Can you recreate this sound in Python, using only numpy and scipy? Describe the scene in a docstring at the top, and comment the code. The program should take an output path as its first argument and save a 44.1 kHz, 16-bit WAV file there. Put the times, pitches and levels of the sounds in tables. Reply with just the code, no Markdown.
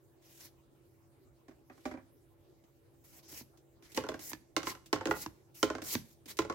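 """A quiet room, close up: trading cards are slid one by one off a small hand-held stack.
Fingertips brush the stack; each card hisses over the next and its edge flicks free.
One card is laid on the table top; later ones drop on a pile in a hollow plastic tray,
which knocks and rattles. An appliance hums faintly."""
import sys
import numpy as np
from scipy import signal
from scipy.io import wavfile

SR = 44100
rng = np.random.default_rng(int(sys.argv[2]) if len(sys.argv) > 2 else 0)


def to_wav(sig):
    """Store sig (one row per channel, or 1-D mono) as 16-bit WAV at the path in sys.argv[1].

    Samples outside -1..1 are clipped; the rate is SR.
    """
    pcm = np.clip(np.atleast_2d(sig), -1, 1) * 32767
    pcm = np.round(pcm).astype(np.int16)
    wavfile.write(sys.argv[1], SR, pcm.T)  # frames by channels


N = 288678
TIME_S = np.arange(N) / SR

# Room noise spectrum. Each row: frequency in Hz, relative density in dB.
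AIR_SPECTRUM = [(15, -48), (25, -45.5), (45, -9), (97, -3), (145, -8.5), (161, -13), (212, -17.5),
                (242, -16), (335, -6.5), (405, -13.5), (516, -14.5), (1260, -27), (1560, -30),
                (4370, -35.5), (16000, -37)]
# Appliance tones. Each row: frequency in Hz, level in dB.
HUM_TONES = [(134.6, -74.5), (333.8, -71.5), (371.4, -89.5), (570.6, -84)]
# Stereo likeness of noise. Each row: frequency in Hz, left-right correlation.
STEREO_CORRELATION = [(50, 0.22), (250, 0.55), (700, 0.23), (1400, 0), (3000, 0.2), (8000, 0),
                      (15000, 0.46)]
# Room echo. Each row: frequency in Hz, T60 in seconds, gain in dB.
ECHO_BANDS = [(151, 0.41, -8.5), (400, 0.23, -12.5), (990, 0.5, -20), (3000, 0.33, -15.5),
              (7000, 0.63, -20.5), (15000, 0.16, -8.5)]

# Friction spectra. Each row: frequency in Hz, relative density in dB.
RASP_SPECTRUM = [(120, 0), (300, 4), (600, -3), (1000, -0.5), (1400, -8), (2150, 3), (2900, -4),
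                 (4200, -0.5), (5500, 2.5), (6800, -3.5), (8200, -13), (11000, 0), (16000, -40)]
HISS_SPECTRUM = [(3000, -25), (7000, 7.5), (9000, -18), (11500, 4.5), (14000, 8), (16000, -1.5)]
# Card-on-card strokes. Each row: start and length in seconds, then rasp, hiss and swell in dB.
STROKES = [(0.212, .26, -57, -59, 18.5), (1.711, 0.23, -68, -82, 4), (3.035, .16, -64.5, -61.5, 7.5),
           (3.223, 0.047, -65, -72, 5), (3.278, .13, -53, -52, 5), (3.829, 0.13, -65, -77, -6.5),
           (3.955, 0.017, -41.5, -45, 12), (4.003, .18, -71, -76, 0), (4.198, 0.12, -51.5, -46, 8),
           (4.634, 0.074, -42, -47.5, 18), (5.089, 0.051, -59, -58.5, -4), (5.143, 0.096, -51, -47, 5.5),
           (5.541, 0.083, -62, -58.5, -0.5), (5.83, .12, -41.5, -39, 15.5), (5.965, 0.046, -59, -82.5, 2),
           (6.04, .11, -72.5, -70.5, 1.5), (6.274, 0.043, -46.5, -52, 0.5)]

# Resonances. Each row: frequency in Hz, relative level in dB, T60 in seconds.
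CARD_MODES = [(239, 4, 0.046), (312.4, 7, 0.073), (415, -27, 0.065), (580, -15, 0.01), (944, 12, 0.015),
              (1030, -14, 0.022), (1680, -2.5, 0.033), (2320, -11, 0.03)]
TABLE_MODES = [(259, 4, 0.081), (314.4, 2, 0.12), (384, -5, 0.13), (547, -13, 0.15), (619, -9.5, 0.13),
               (778, -3.5, 0.062), (963, -2.5, 0.025), (1134, -2, 0.047), (1720, -28, 0.023),
               (2240, 8.5, 0.027)]
TRAY_MODES = [(265, -9, 0.11), (303, -2.5, 0.11), (335, 0.5, 0.082), (350, -2, 0.043), (427, -1, 0.085),
              (528.3, -4.5, .1), (637, -11, 0.088), (750, -6.5, 0.055), (860, -3, 0.048),
              (1024, -0.5, 0.053), (1101, -7, 0.079), (1256, -4.5, 0.026), (1392, 3.5, 0.028),
              (1512, -4.5, 0.051), (2070, -5, 0.03), (2730, -4, 0.018), (2960, 0, .018), (3680, -1, .014),
              (5200, -5, 0.011), (6100, -7, .012)]
# Thump, body, clack and tick ranges of a contact. 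Each row: low and high edge in Hz.
RANGES_HZ = [(215, 600), (600, 2000), (2000, 6900), (6900, 17000)]
# Gain in dB that full hardness adds to each of those ranges.
HARDNESS_DB = (1.5, -1.5, 13.5, 17)
# Contacts. Each row: start in seconds, base level in dB, hardness from 0 to 1, extra thump in dB.
FINGER_HITS = [(2.6381, -72.5, 0.1, 1), (3.5733, -76.5, 0.74, 8), (3.8241, -63.5, 0.06, -3),
               (3.9182, -66.5, 0.9, -3), (3.9464, -58, 0.87, -1), (4.1921, -56, .4, 1),
               (4.8596, -67, 0.87, 0), (5.8182, -45.5, 0, 0), (6.2575, -63, 0.72, 5),
               (6.3701, -61.5, 1.0, -12)]
EDGE_HITS = [(3.3259, -62, 1, 7), (3.4101, -62.5, 0.1, 10.5), (4.3166, -51.5, 0.3, -4),
             (4.3318, -44, 0.63, -2), (5.2618, -39.5, 0, -2.5), (5.952, -37.5, 0.73, 4)]
TABLE_HITS = [(1.482, -58, 0.94, 3.5), (1.5112, -63, 0.6, -1), (1.6982, -52, 0.16, -4),
              (1.7779, -63, 0.6, -4), (1.854, -37, 0.73, -2), (1.9123, -45, 0.33, -4),
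              (1.9381, -48.5, 0.05, 3), (1.9727, -53, 0, 0)]
TRAY_HITS = [(3.9745, -33.5, 0.84, 1.5), (4.0376, -44.5, 0.3, 4.5), (4.0659, -49, 0.1, -2),
             (4.0883, -40, 0.74, 2.5), (4.1168, -48.5, .1, 4.5), (4.1415, -45.5, .4, 1),
             (4.5646, -31.5, 1.0, -1.5), (4.6305, -46.5, 0.98, -2.5), (4.6704, -35, 0.43, -5.5),
             (4.7508, -52.5, 0.6, -15), (4.9285, -29, 0.76, 0), (4.96, -44, 0, -9), (5.0096, -41, 0, -2),
             (5.0555, -40, 0.9, 6.5), (5.0706, -40, 0.65, -0.5), (5.0827, -49.5, 0, 18.5),
             (5.11, -28, 0, -5.5), (5.6287, -27, 0.92, 1), (5.701, -36, 0.24, 0), (5.751, -43, 0.5, 2),
             (5.7824, -47, 0.17, -2), (6.3892, -30, 0.68, 2), (6.4186, -48, 0.8, -11),
             (6.4492, -49.5, 0.5, 6), (6.4981, -35, 0, -2), (6.5244, -50.5, 0.66, 3)]


def from_db(db):
    """Decibels to gain."""
    return 10 ** (np.asarray(db) / 20)


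def unit_rms(x):
    """Scale to unit power."""
    return x / np.sqrt(np.mean(x ** 2) + 1e-20)


def at_hz(table, hz, column=1):
    """Interpolate a column over log frequency."""
    columns = np.transpose(table)
    return np.interp(np.log(hz), np.log(columns[0]), columns[column])


def bandpass(x, low_hz, high_hz, order=2):
    """Causal Butterworth band-pass."""
    return signal.sosfilt(signal.butter(order, [low_hz, high_hz], "band", fs=SR, output="sos"), x)


def drift(rate_hz):
    """Random ramps, unit RMS."""
    knots = rng.standard_normal(N // 10)
    return unit_rms(np.interp(TIME_S * rate_hz, np.arange(len(knots)), knots))


def add(out, start_s, sound):
    """Mix in a short stereo sound."""
    start = int(start_s * SR)
    out[:, start:start + sound.shape[1]] += sound[:, :N - start]


def pan(x, left_db):
    """Stereo balance, left minus right."""
    return x * from_db([[left_db / 2], [-left_db / 2]])


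def noise_bands(size):
    """Yield centre in Hz and partly correlated stereo noise for each narrow band."""
    edges_hz = np.geomspace(25, 17500, 27)
    white = rng.standard_normal((2, 2, size))
    for k, (low_hz, high_hz) in enumerate(zip(edges_hz, edges_hz[1:])):
        mid, side = bandpass(white[k % 2], low_hz, high_hz)
        hz = np.sqrt(low_hz * high_hz)
        alike = np.clip(at_hz(STEREO_CORRELATION, hz), -1, 1)
        yield hz, np.sqrt(1 + alike) * mid + np.sqrt(1 - alike) * side * [[1], [-1]]


def coloured_noise(spectrum, waver_db):
    """Stereo noise, unit RMS; each band swells and fades on its own."""
    return unit_rms(sum(from_db(at_hz(spectrum, hz) + waver_db * drift(22)) * noise
                        for hz, noise in noise_bands(N)))


def room_air():
    """Soft, bass-heavy room noise."""
    return from_db(-66) * coloured_noise(AIR_SPECTRUM, waver_db=3)


def appliance_hum(waver_rad=0.97):
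    """Low tones with wavering phase."""
    return sum(from_db(db) * np.sqrt(2) * np.sin(2 * np.pi * hz * TIME_S + waver_rad * drift(8.7))
               for hz, db in HUM_TONES)


def room_echo(x, onset_s=0.0029):
    """Diffuse echo, decaying band by band."""
    t, response = TIME_S[:SR // 2], 0
    for hz, noise in noise_bands(len(t)):
        decay = from_db(-60 * t / at_hz(ECHO_BANDS, hz)) * (1 - np.exp(-(t / onset_s) ** 2))
        gain = from_db(at_hz(ECHO_BANDS, hz, column=2))
        response = response + gain * noise * decay / np.sqrt(2 * np.sum(decay ** 2))
    return signal.fftconvolve(x, response, axes=1)[:, :N]


def contacts(hits, modes, *, rise_s, detune, soft_db, crack_db, crack_t60_s, flutter_db, flutter_t60_s,
             rattle_db, rattle_t60_s, thud_db, thud_t60_s):
    """Modal ring, crack, card flutter, rattle and thud; soft_db: range gains at zero hardness."""
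    out, t = np.zeros((2, N)), TIME_S[:SR // 5]
    rest_hz, mode_db, t60_s = np.transpose(modes)[:, :, None]
    shortness = np.minimum(rest_hz / 1000, 3)
    ring_envelope = from_db(mode_db - 60 * t / t60_s) * (1 - np.exp(-t / rise_s))
    crack = from_db(crack_db - 60 * t / crack_t60_s)
    flutter = from_db(flutter_db - 60 * t / flutter_t60_s)
    for start_s, level_db, hardness, thump_db in hits:
        # The contact point sets each mode's strength and sign, and shifts the upper ones.
        strength = from_db(4 * rng.standard_normal(rest_hz.shape)) * rng.choice([-1, 1], rest_hz.shape)
        hz = rest_hz * (1 + detune * shortness * rng.standard_normal(rest_hz.shape))
        # Short waves reach the two microphone ports out of step.
        phase_rad = 0.49 * shortness * rng.standard_normal((2,) + hz.shape)
        ring = np.sum(strength * ring_envelope * np.sin(2 * np.pi * hz * t + phase_rad), axis=1)
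        hit = ring + rng.standard_normal((2, len(t))) * (crack + flutter)
        # Loose cards chatter: about 300 fading touches a second.
        touches = (rng.random(len(t)) < 300 / SR) * rng.uniform(-1, 1, len(t)) * (t > 0.012)
        rattle = bandpass(touches * from_db(rattle_db - 60 * t / rattle_t60_s), 500, 3500, order=1)
        hit = hit + signal.fftconvolve(hit, rattle[None], axes=1)[:, :len(t)]
        # Harder is brighter; a flat, heavy landing thumps more.
        colour_db = np.array(soft_db) + hardness * np.array(HARDNESS_DB) + [thump_db, 0, 0, 0]
        for edges_hz, range_db in zip(RANGES_HZ, colour_db):
            part = bandpass(hit, *edges_hz, order=4)
            power = np.sum(part ** 2) / 2 / (0.015 * SR)  # energy spread over 15 ms
            add(out, start_s, from_db(level_db + range_db) * part / np.sqrt(power))
        # A soft low thud follows the thump.
        thud = unit_rms(bandpass(rng.standard_normal(len(t)), 58, 160)) * from_db(-60 * t / thud_t60_s)
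        add(out, start_s, from_db(level_db + thump_db + thud_db) * np.array([thud, thud]))
    return out


def finger_brushes():
    """Fingertips graze the stack: faint, noisy contacts."""
    return contacts(FINGER_HITS, CARD_MODES, rise_s=0.0018, detune=0.02, soft_db=(1.5, -6.5, -5, -10.5),
                    crack_db=12, crack_t60_s=0.082, flutter_db=2, flutter_t60_s=0.13,
                    rattle_db=-21, rattle_t60_s=0.1, thud_db=-11, thud_t60_s=0.2)


def edge_flicks():
    """A bent card springs free of the stack and rings briefly."""
    return contacts(EDGE_HITS, CARD_MODES, rise_s=0.00035, detune=0.018, soft_db=(-1.1, -3, -10.5, -37),
                    crack_db=12.5, crack_t60_s=0.012, flutter_db=-5, flutter_t60_s=0.11,
                    rattle_db=-10, rattle_t60_s=0.13, thud_db=-7, thud_t60_s=0.2)


def table_taps():
    """A card, laid down, excites the table top."""
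    return contacts(TABLE_HITS, TABLE_MODES, rise_s=0.002, detune=0.027, soft_db=(1.8, -3, -23.5, -36.5),
                    crack_db=5, crack_t60_s=0.077, flutter_db=0, flutter_t60_s=0.22,
                    rattle_db=-10.5, rattle_t60_s=0.19, thud_db=-15, thud_t60_s=0.38)


def tray_knocks():
    """Cards land on the pile and rebound; the hollow tray rings."""
    return contacts(TRAY_HITS, TRAY_MODES, rise_s=0.0013, detune=0.021,
                    soft_db=(-0.43, -0.12, -15, -32.5),
                    crack_db=8.5, crack_t60_s=0.012, flutter_db=0.5, flutter_t60_s=0.11,
                    rattle_db=-12, rattle_t60_s=0.3, thud_db=-18.5, thud_t60_s=0.49)


def card_slides(grip_s=0.012, release_db_per_s=649, hiss_lead_s=0.01,
                flare_db=4, flare_lead_s=0.02, flare_width_s=0.0088):
    """Card stock rubs in tiny catches, louder with speed; the hiss flares just before the card leaves."""
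    rasp, hiss = np.zeros((2, N))
    for start_s, length_s, rasp_db, hiss_db, swell_db in STROKES:
        t = TIME_S - start_s
        past_end_s = t - length_s
        speed = np.clip(t / grip_s, 0, 1) * from_db(-swell_db * np.clip(1 - t / length_s, 0, 1) ** 2)
        flared_db = hiss_db + flare_db * np.exp(-((past_end_s + flare_lead_s) / flare_width_s) ** 2)
        rasp += speed * from_db(rasp_db - release_db_per_s * np.clip(past_end_s, 0, 1))
        hiss += speed * from_db(flared_db - release_db_per_s * np.clip(past_end_s + hiss_lead_s, 0, 1))
    grain_db, judder_db = -0.5 * drift(1400), 1.6 * drift(90)
    # Wavering bands stand for resonances shifting as the overlap shrinks.
    rasp = rasp * coloured_noise(RASP_SPECTRUM, waver_db=2.8)
    hiss = hiss * coloured_noise(HISS_SPECTRUM, waver_db=1)
    return from_db(grain_db + judder_db) * (rasp + hiss)


def scene():
    """Cards slightly to the right, their echo, hum and room noise."""
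    cards = pan(table_taps(), left_db=-3.6) + pan(tray_knocks(), left_db=-2.54)
    cards += pan(edge_flicks() + finger_brushes(), left_db=-2.8)
    cards += pan(card_slides(), left_db=-0.28)
    return cards + room_echo(cards) + pan(appliance_hum() + room_air(), left_db=-0.91)


def record(dry):
    """Steep low-pass."""
    cutoff_hz = 16100
    return signal.sosfilt(signal.ellip(12, 0.1, 80, cutoff_hz, fs=SR, output="sos"), dry)


dry = scene()
out = record(dry)
to_wav(out)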